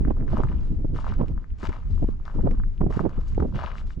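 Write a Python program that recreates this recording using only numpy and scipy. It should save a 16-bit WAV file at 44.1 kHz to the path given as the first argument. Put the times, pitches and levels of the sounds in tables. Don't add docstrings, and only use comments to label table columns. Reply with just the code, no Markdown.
import sys
import numpy as np
from scipy import signal
from scipy.fft import rfft, irfft
from scipy.io import wavfile
from scipy.ndimage import uniform_filter1d, map_coordinates

SR = 44100
rng = np.random.default_rng(int(sys.argv[2]) if len(sys.argv) > 2 else 0)


def int16_out(signal):
    q = np.round(np.clip(np.atleast_2d(signal).T, -1, 1) * 32767)
    wavfile.write(sys.argv[1], SR, q.astype(np.int16))


N = 176400

# start t/s, attack/s, hold/s, release/s, crunch level/dB, grit level/dB, grit's treble boost/dB
FOOT_CONTACTS = [(0.256, 0.062, 0.05, 0.13, -43.5, -58, -8), (0.943, 0.012, 0.048, 0.039, -44, -56, -3),
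                 (1.048, 0.023, 0.041, 0.052, -44, -57.5, -11),
                 (1.598, 0.043, 0.034, 0.0043, -38.5, -51, -4),
                 (1.69, 0.0024, 0.054, 0.05, -44.5, -58.5, -7),
                 (2.251, 0.0016, 0.0063, 0.061, -47.5, -62, -2),
                 (2.897, 0.011, 0.095, 0.038, -43.5, -57, -1.5),
                 (3.279, 0.0059, 0.0053, 0.0097, -65, -67.5, 14.5),
                 (3.535, 0.023, 0.12, 0.071, -38.5, -51.5, -23)]
# start t/s, length/s, crunch level/dB, grit level/dB
FOOT_SCUFFS = [(0.01, 0.25, -61, -79), (0.465, 0.072, -48, -73.5), (0.583, 0.11, -60, -66),
               (.7, 0.35, -72, -77.5), (1.164, 0.17, -57, -72.5), (1.352, 0.1, -62, -79),
               (1.589, 0.018, -55, -57.5), (1.885, 0.15, -65, -66.5), (2.05, 0.087, -58.5, -68.5),
               (2.284, 0.052, -50.5, -70), (2.329, .29, -56.5, -71), (2.658, 0.22, -72, -78),
               (3.08, 0.13, -51.5, -71), (3.192, 0.25, -60, -67), (3.442, 0.17, -63, -71.5),
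               (3.748, 0.076, -75, -59.5), (3.856, 0.093, -63, -64)]
# t/s, pulse level/dB, f/Hz, edge level/dB
PLATE_SNAPS = [(0.051, -25.5, 1410, -61), (0.078, -35.5, 1550, -77), (0.21, -36, 1550, -63),
               (.28, -32, 1500, -73.5), (.308, -40, 1400, -53), (.371, -17, 1004, -49),
               (.38, -39, 1900, -49), (.436, -17, 1110, -45), (.487, -34, 1970, -69),
               (.528, -34, 1550, -60), (.957, -48, 1500, -49), (.989, -22, 1010, -66),
               (1.0444, -22.5, 1090, -51.5), (1.067, -19.5, 1050, -58), (1.115, -40, 2130, -59),
               (1.123, -23.5, 1150, -59), (1.139, -36, 1900, -49), (1.283, -41.5, 2280, -48.5),
               (1.378, -32, 1220, -61), (1.443, -36.5, 1450, -68), (1.631, -24, 1330, -53),
               (1.654, -27, 1690, -40), (1.661, -41, 2500, -47), (1.671, -28.5, 2820, -42),
               (1.692, -29, 1990, -45), (1.729, -28.5, 1700, -56), (2.254, -51, 1600, -48.5),
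               (2.28, -24.5, 1210, -58), (2.299, -32.5, 1190, -58), (2.512, -33, 1900, -50),
               (2.6, -30.5, 1210, -63), (2.637, -31, 1400, -58), (2.779, -42.5, 2700, -72),
               (2.926, -27.5, 1470, -65), (2.994, -13, 1100, -59), (3.094, -34, 1250, -52),
               (3.348, -40, 1900, -51.5), (3.403, -22, 1110, -57), (3.559, -33, 2500, -53),
               (3.622, -25.5, 740, -61), (3.639, -18, 980, -48), (3.662, -26, 2700, -60),
               (3.677, -27.5, 1250, -64), (3.717, -30, 2010, -57), (3.755, -27, 1310, -65),
               (3.783, -29.5, 2160, -60), (3.906, -31.5, 1520, -56)]
# f/Hz, relative level/dB
CRUNCH_SPECTRUM = [(150, -36), (400, 3), (650, 1), (1000, 6), (1350, 4), (2100, -10), (3000, -14.5),
                   (5000, -33.5), (9000, -45), (15000, -62)]
GRIT_SPECTRUM = [(500, -25), (1500, -4), (2800, 0), (4200, -3.5), (5500, -8), (7300, -11), (8800, -20),
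                 (10500, -24), (12300, -24), (14500, -42)]
EDGE_SPECTRUM = [(1200, -14), (2700, 2), (4200, 0), (7300, -7), (8600, -20), (14000, -42)]
# f/Hz, level/dB
RIGHT_PORT_SHADE = [(200, 2), (500, -1), (900, -7), (2500, -8), (4000, -6.5), (5300, -2), (7500, -4),
                    (12000, -7)]
# f/Hz, phase/rad
FEET_LEAD = [(100, 0), (780, -.7), (2400, -.8), (3800, 0), (5400, .4), (9000, .8)]
EDDY_LEAD = [(0, 0.34), (260, -1.08), (860, -1.83), (4000, 0.17)]
# peak t/s, half length/s, right port level/dB, treble tilt/(dB per octave), left minus right/dB
EDDIES = [(0.01, 0.0033, -15.5, -0.5, -8.5), (0.053, 0.0049, -18.5, -14, -9),
          (0.079, 0.0065, -16.5, -5, -16), (0.111, 0.0073, -18, 3, -12), (0.337, 0.013, -17, -2.5, -9.5),
          (0.394, 0.016, -18, 0.5, -10.5), (0.718, 0.015, -23.5, -21.5, -11.5),
          (0.848, 0.0035, -17, -5, -7.5), (0.854, 0.0021, -19, -7.5, -3.5), (1.206, 0.013, -19, 2.5, -4.5),
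          (1.234, .009, -21, -2, -8), (1.637, 0.0078, -26, -2.5, -1.5), (1.692, 0.0048, -23.5, -8, -9),
          (2.027, 0.0089, -22, -3, 1), (2.044, 0.0034, -19, -0.5, -11), (2.09, 0.0033, -20.5, -1.5, -6),
          (2.361, 0.013, -26.5, -18.5, -5.5), (2.391, 0.014, -22.5, -2.5, -10),
          (2.445, 0.015, -20, -10.5, -4), (2.474, 0.015, -22.5, 1.5, -4.5), (2.518, 0.026, -27.5, -7, -8),
          (2.815, 0.0087, -18.5, 3, -2), (2.835, 0.013, -20.5, -5, -20), (2.868, 0.0051, -15, -2.5, -7),
          (2.9, 0.023, -26.5, -2.5, -7.5), (2.972, 0.0056, -15.5, -12.5, -9),
          (3.008, 0.0077, -17.5, 1.5, -12), (3.054, 0.021, -16, -1, -12),
          (3.185, 0.0077, -20.5, -20.5, -14), (3.38, 0.0035, -16.5, -1.5, -14.5),
          (3.403, 0.007, -18, 2, -5), (3.427, 0.008, -20, 2.5, -4), (3.445, 0.018, -23.5, -2.5, -4),
          (3.487, 0.0079, -30, -6.5, -5), (3.98, 0.0089, -24.5, -13, -7.5)]
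# t/s, relative level/dB
RUMBLE_GUSTS = [(0, -20.5), (.9, -22.5), (1.0, -26.5), (1.2, -19.5), (1.28, -28), (1.37, -20), (1.45, -41),
                (1.53, -23.5), (1.59, -38), (1.7, -22), (1.76, -34.5), (1.85, -27), (1.91, -19.5),
                (2.06, -19.5), (2.15, -25.5), (2.3, -32.5), (2.39, -18), (2.67, -19), (2.75, -30),
                (2.83, -19), (3.07, -32), (3.13, -32.5), (3.185, -19), (3.25, -27.5), (3.33, -21),
                (3.5, -27.5), (3.78, -31.5), (3.86, -24), (4, -39)]
FLUTTER_GUSTS = [(0, -30), (.45, -31.5), (.65, -37.5), (.9, -31), (1.05, -35.5), (1.33, -34.5),
                 (1.45, -52.5), (1.58, -49), (1.68, -44), (1.8, -48.5), (2.0, -38), (2.22, -50.5),
                 (2.45, -43), (2.66, -44), (2.78, -45.5), (3.0, -47.5), (3.13, -45), (3.45, -39.5),
                 (3.6, -38.5), (3.8, -44.5), (4, -56)]
# f/Hz, relative level/dB
BUFFET_SPECTRUM = [(30, 5), (120, 3.5), (260, 3), (420, -1.5), (700, -8), (1000, -15.5), (1500, -32),
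                   (2300, -45.5), (4000, -61), (9000, -83.5)]
RUMBLE_SPECTRUM = [(8, -14.5), (22, 12), (42, 1), (80, -2.5), (120, -17), (200, -20), (400, -40),
                   (1000, -87.5)]
FLUTTER_SPECTRUM = [(50, -16), (110, 2), (160, -5.5), (260, -11), (400, -18.5), (700, -32.5), (1500, -58.5),
                    (4000, -95.5)]
AIR_SPECTRUM = [(200, 16.5), (600, -0.5), (1200, -0.5), (2200, -6), (3500, -18), (7000, -20.5), (9000, -39),
                (14000, -56.5)]

SCUFF_FADE_S, GRIT_LEAD_S, SPARKLE_HZ = .04, .0022, 5000
SNAP_CYCLES, SPLINTER_S, DEBRIS_DB, DEBRIS_S = .5, .0009, -32.5, .0013


def footfalls():
    t = np.arange(N) / SR
    crunch, grit, sparkle = np.zeros((3, N))
    for start, attack, hold, release, crunch_db, grit_db, sparkle_db in FOOT_CONTACTS:
        crunch += undb(crunch_db) * sole_pressure(t - start, attack, hold, release)
        lead = min(GRIT_LEAD_S, attack / 2)
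        touch = undb(grit_db) * sole_pressure(t - start + lead, attack, hold, release)
        grit += touch
        sparkle += undb(sparkle_db) * touch
    for start, length, crunch_db, grit_db in FOOT_SCUFFS:
        drag = np.clip(np.minimum(t - start, start + length - t) / SCUFF_FADE_S + .5, 0, 1)
        crunch = np.hypot(crunch, undb(crunch_db) * drag)
        grit, sparkle = np.hypot([grit, sparkle], undb(grit_db) * drag)
    coarse = fractures(CRUNCH_SPECTRUM, density=1300, scatter_db=3)
    fine = fractures(GRIT_SPECTRUM, density=3600, scatter_db=3)
    treble = signal.sosfiltfilt(signal.butter(2, SPARKLE_HZ, "high", fs=SR, output="sos"), fine)
    jerks = unit(undb(1.8 * wander(per_s=150)))
    crumbs = undb(-63) * fractures(CRUNCH_SPECTRUM, density=31, scatter_db=-9.5)
    sand = undb(-80) * fractures(GRIT_SPECTRUM, density=450, scatter_db=3)
    return jerks * (crunch * coarse + grit * (fine - treble) + sparkle * treble) + crumbs + sand


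def sole_pressure(t, attack, hold, release, settle_db=-28.5, settle_s=.036):
    rise = np.clip(t / max(attack, 1e-3), 0, 1)
    after = np.maximum(t - attack - hold, 0)
    return rise * (np.exp(-after / release) + undb(settle_db) * np.exp(-after / settle_s))


def fractures(spectrum, density, scatter_db):
    f = np.maximum(np.fft.rfftfreq(N, 1 / SR), 1)
    bands = np.geomspace(600, 8000, 6)
    out = 0
    for hz in bands:
        breaks = rng.random(N) < density / len(bands) / SR * np.sqrt(hz / 1000)
        size = undb(scatter_db * np.minimum(rng.exponential(size=N), np.pi))
        sign = np.sign(rng.standard_normal(N))
        band = np.exp(-(np.log2(f / hz) / .65) ** 2) / (hz / 1000) ** .25
        out = out + rfft(breaks * sign * size) * band
    return unit(colour(irfft(out, N), spectrum))


def snaps():
    t = np.arange(-256, 4096) / SR
    out = np.zeros(N + 8192)
    click = colour(1. 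* (t == 0), EDGE_SPECTRUM)
    for start, db, hz, edge_db in PLATE_SNAPS:
        phase = rng.uniform(0, 2 * np.pi)
        edge_noise, debris_noise = rng.standard_normal((2, len(t)))
        width = SNAP_CYCLES * np.where(t < 0, 1, 1.97)
        pulse = np.exp(-(t * hz / width) ** 2) * np.cos(2 * np.pi * hz * t + phase)
        splinters = (t > 0) * np.exp(-np.abs(t) / SPLINTER_S) * unit(colour(edge_noise, EDGE_SPECTRUM))
        edge = undb(edge_db) * (2 * click / click.max() + splinters)
        spray = undb(DEBRIS_DB) * np.clip(t * hz, 0, 1) * np.exp(-np.abs(t) / DEBRIS_S)
        debris = spray * unit(colour(debris_noise, CRUNCH_SPECTRUM))
        at = int((start + t[0]) * SR)
        out[at:at + len(t)] += undb(db) * (pulse + debris) + edge
    return out[:N]


def ground_to_microphone(feet, scatter_db=-9, scatter_s=.012, left_lag_s=1e-5):
    t = np.arange(2048) / SR
    tail = rng.standard_normal((2, len(t))) * np.exp(-t / scatter_s) * (t > .001)
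    tail = undb(scatter_db) * unit(tail) / np.sqrt(len(t))
    direct = map_coordinates(feet, [np.arange(N) - left_lag_s * SR])
    left = direct + signal.fftconvolve(feet, tail[0])[:N]
    right = colour(feet + signal.fftconvolve(feet, tail[1])[:N], RIGHT_PORT_SHADE)
    return stagger([left, right], FEET_LEAD)


def buffets(flicker_db=4, split_hz=350):
    t = np.arange(N) / SR
    out = np.zeros((2, N))
    noise = port_noise(shared=.8)
    flicker = undb(flicker_db * wander(per_s=240))
    lowpass = signal.butter(2, split_hz, fs=SR, output="sos")
    for peak, half, db, tilt_db, left_db in EDDIES:
        near = np.abs(t - peak) < .1
        lag = t[near] - peak
        width = half * np.where(lag < 0, .8, 1)
        swell = np.exp(-.5 * (lag / width) ** 2)
        rush = colour(noise[:, near], BUFFET_SPECTRUM, tilt_db)
        low = signal.sosfiltfilt(lowpass, rush)
        burst = low * swell + (rush - low) * swell ** 2.6 * flicker[near]
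        out[:, near] += unit(burst) * np.sqrt(np.mean(swell ** 2)) * undb([[db + left_db], [db]])
    return stagger(out, EDDY_LEAD)


def wind_rumble(steady_s=.09):
    noise = colour(port_noise(shared=.61), RUMBLE_SPECTRUM)
    power = uniform_filter1d(np.mean(noise ** 2, axis=0), int(steady_s * SR))
    return noise / np.sqrt(power + 1e-24) * curve(RUMBLE_GUSTS) * port_gains(db=-1, pan_db=1.5)


def wind_flutter(wander_db=4.5):
    noise = colour(port_noise(shared=.63), FLUTTER_SPECTRUM)
    flutter = unit(noise * undb(wander_db * wander(per_s=40)))
    return flutter * curve(FLUTTER_GUSTS) * port_gains(db=-2, pan_db=-10.5)


def open_air(wander_db=2.5):
    hiss = unit(colour(port_noise(shared=.067), AIR_SPECTRUM))
    return hiss * undb(wander_db * wander(per_s=5.28)) * port_gains(db=-58, pan_db=5)


def port_noise(shared):
    return np.sqrt(shared) * rng.standard_normal(N) + np.sqrt(1 - shared) * rng.standard_normal((2, N))


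def port_gains(db, pan_db):
    return undb([[db + pan_db / 2], [db - pan_db / 2]])


def stagger(pair, points):
    hz, radians = np.array(points, float).T
    lag = np.interp(np.fft.rfftfreq(N, 1 / SR), hz, radians)
    return np.array([pair[0], irfft(rfft(pair[1]) * np.exp(-1j * lag), N)])


def colour(x, points, tilt_db=0):
    size = x.shape[-1]
    f = np.maximum(np.fft.rfftfreq(size, 1 / SR), 1)
    hz, db = np.array(points, float).T
    tilt = tilt_db * np.clip(np.log2(f / 300), 0, 3)
    return irfft(rfft(x) * undb(np.interp(np.log(f), np.log(hz), db) + tilt), size)


def curve(points):
    times, db = np.array(points, float).T
    return undb(np.interp(np.arange(N) / SR, times, db))


def wander(per_s):
    knots = rng.standard_normal(1024)
    return np.sqrt(3 / 2) * np.interp(np.arange(N) / SR * per_s, np.arange(len(knots)), knots)


def undb(db):
    return 10 ** (np.asarray(db) / 20)


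def unit(x):
    return x / np.sqrt(np.mean(x ** 2, axis=-1, keepdims=True) + 1e-24)


def scene():
    feet = ground_to_microphone(footfalls() + snaps())
    return feet + wind_rumble() + wind_flutter() + open_air() + buffets()


def record(dry):
    return signal.sosfilt(signal.ellip(8, .2, 70, 14900, fs=SR, output="sos"), dry)


dry = scene()
out = record(dry)
int16_out(out)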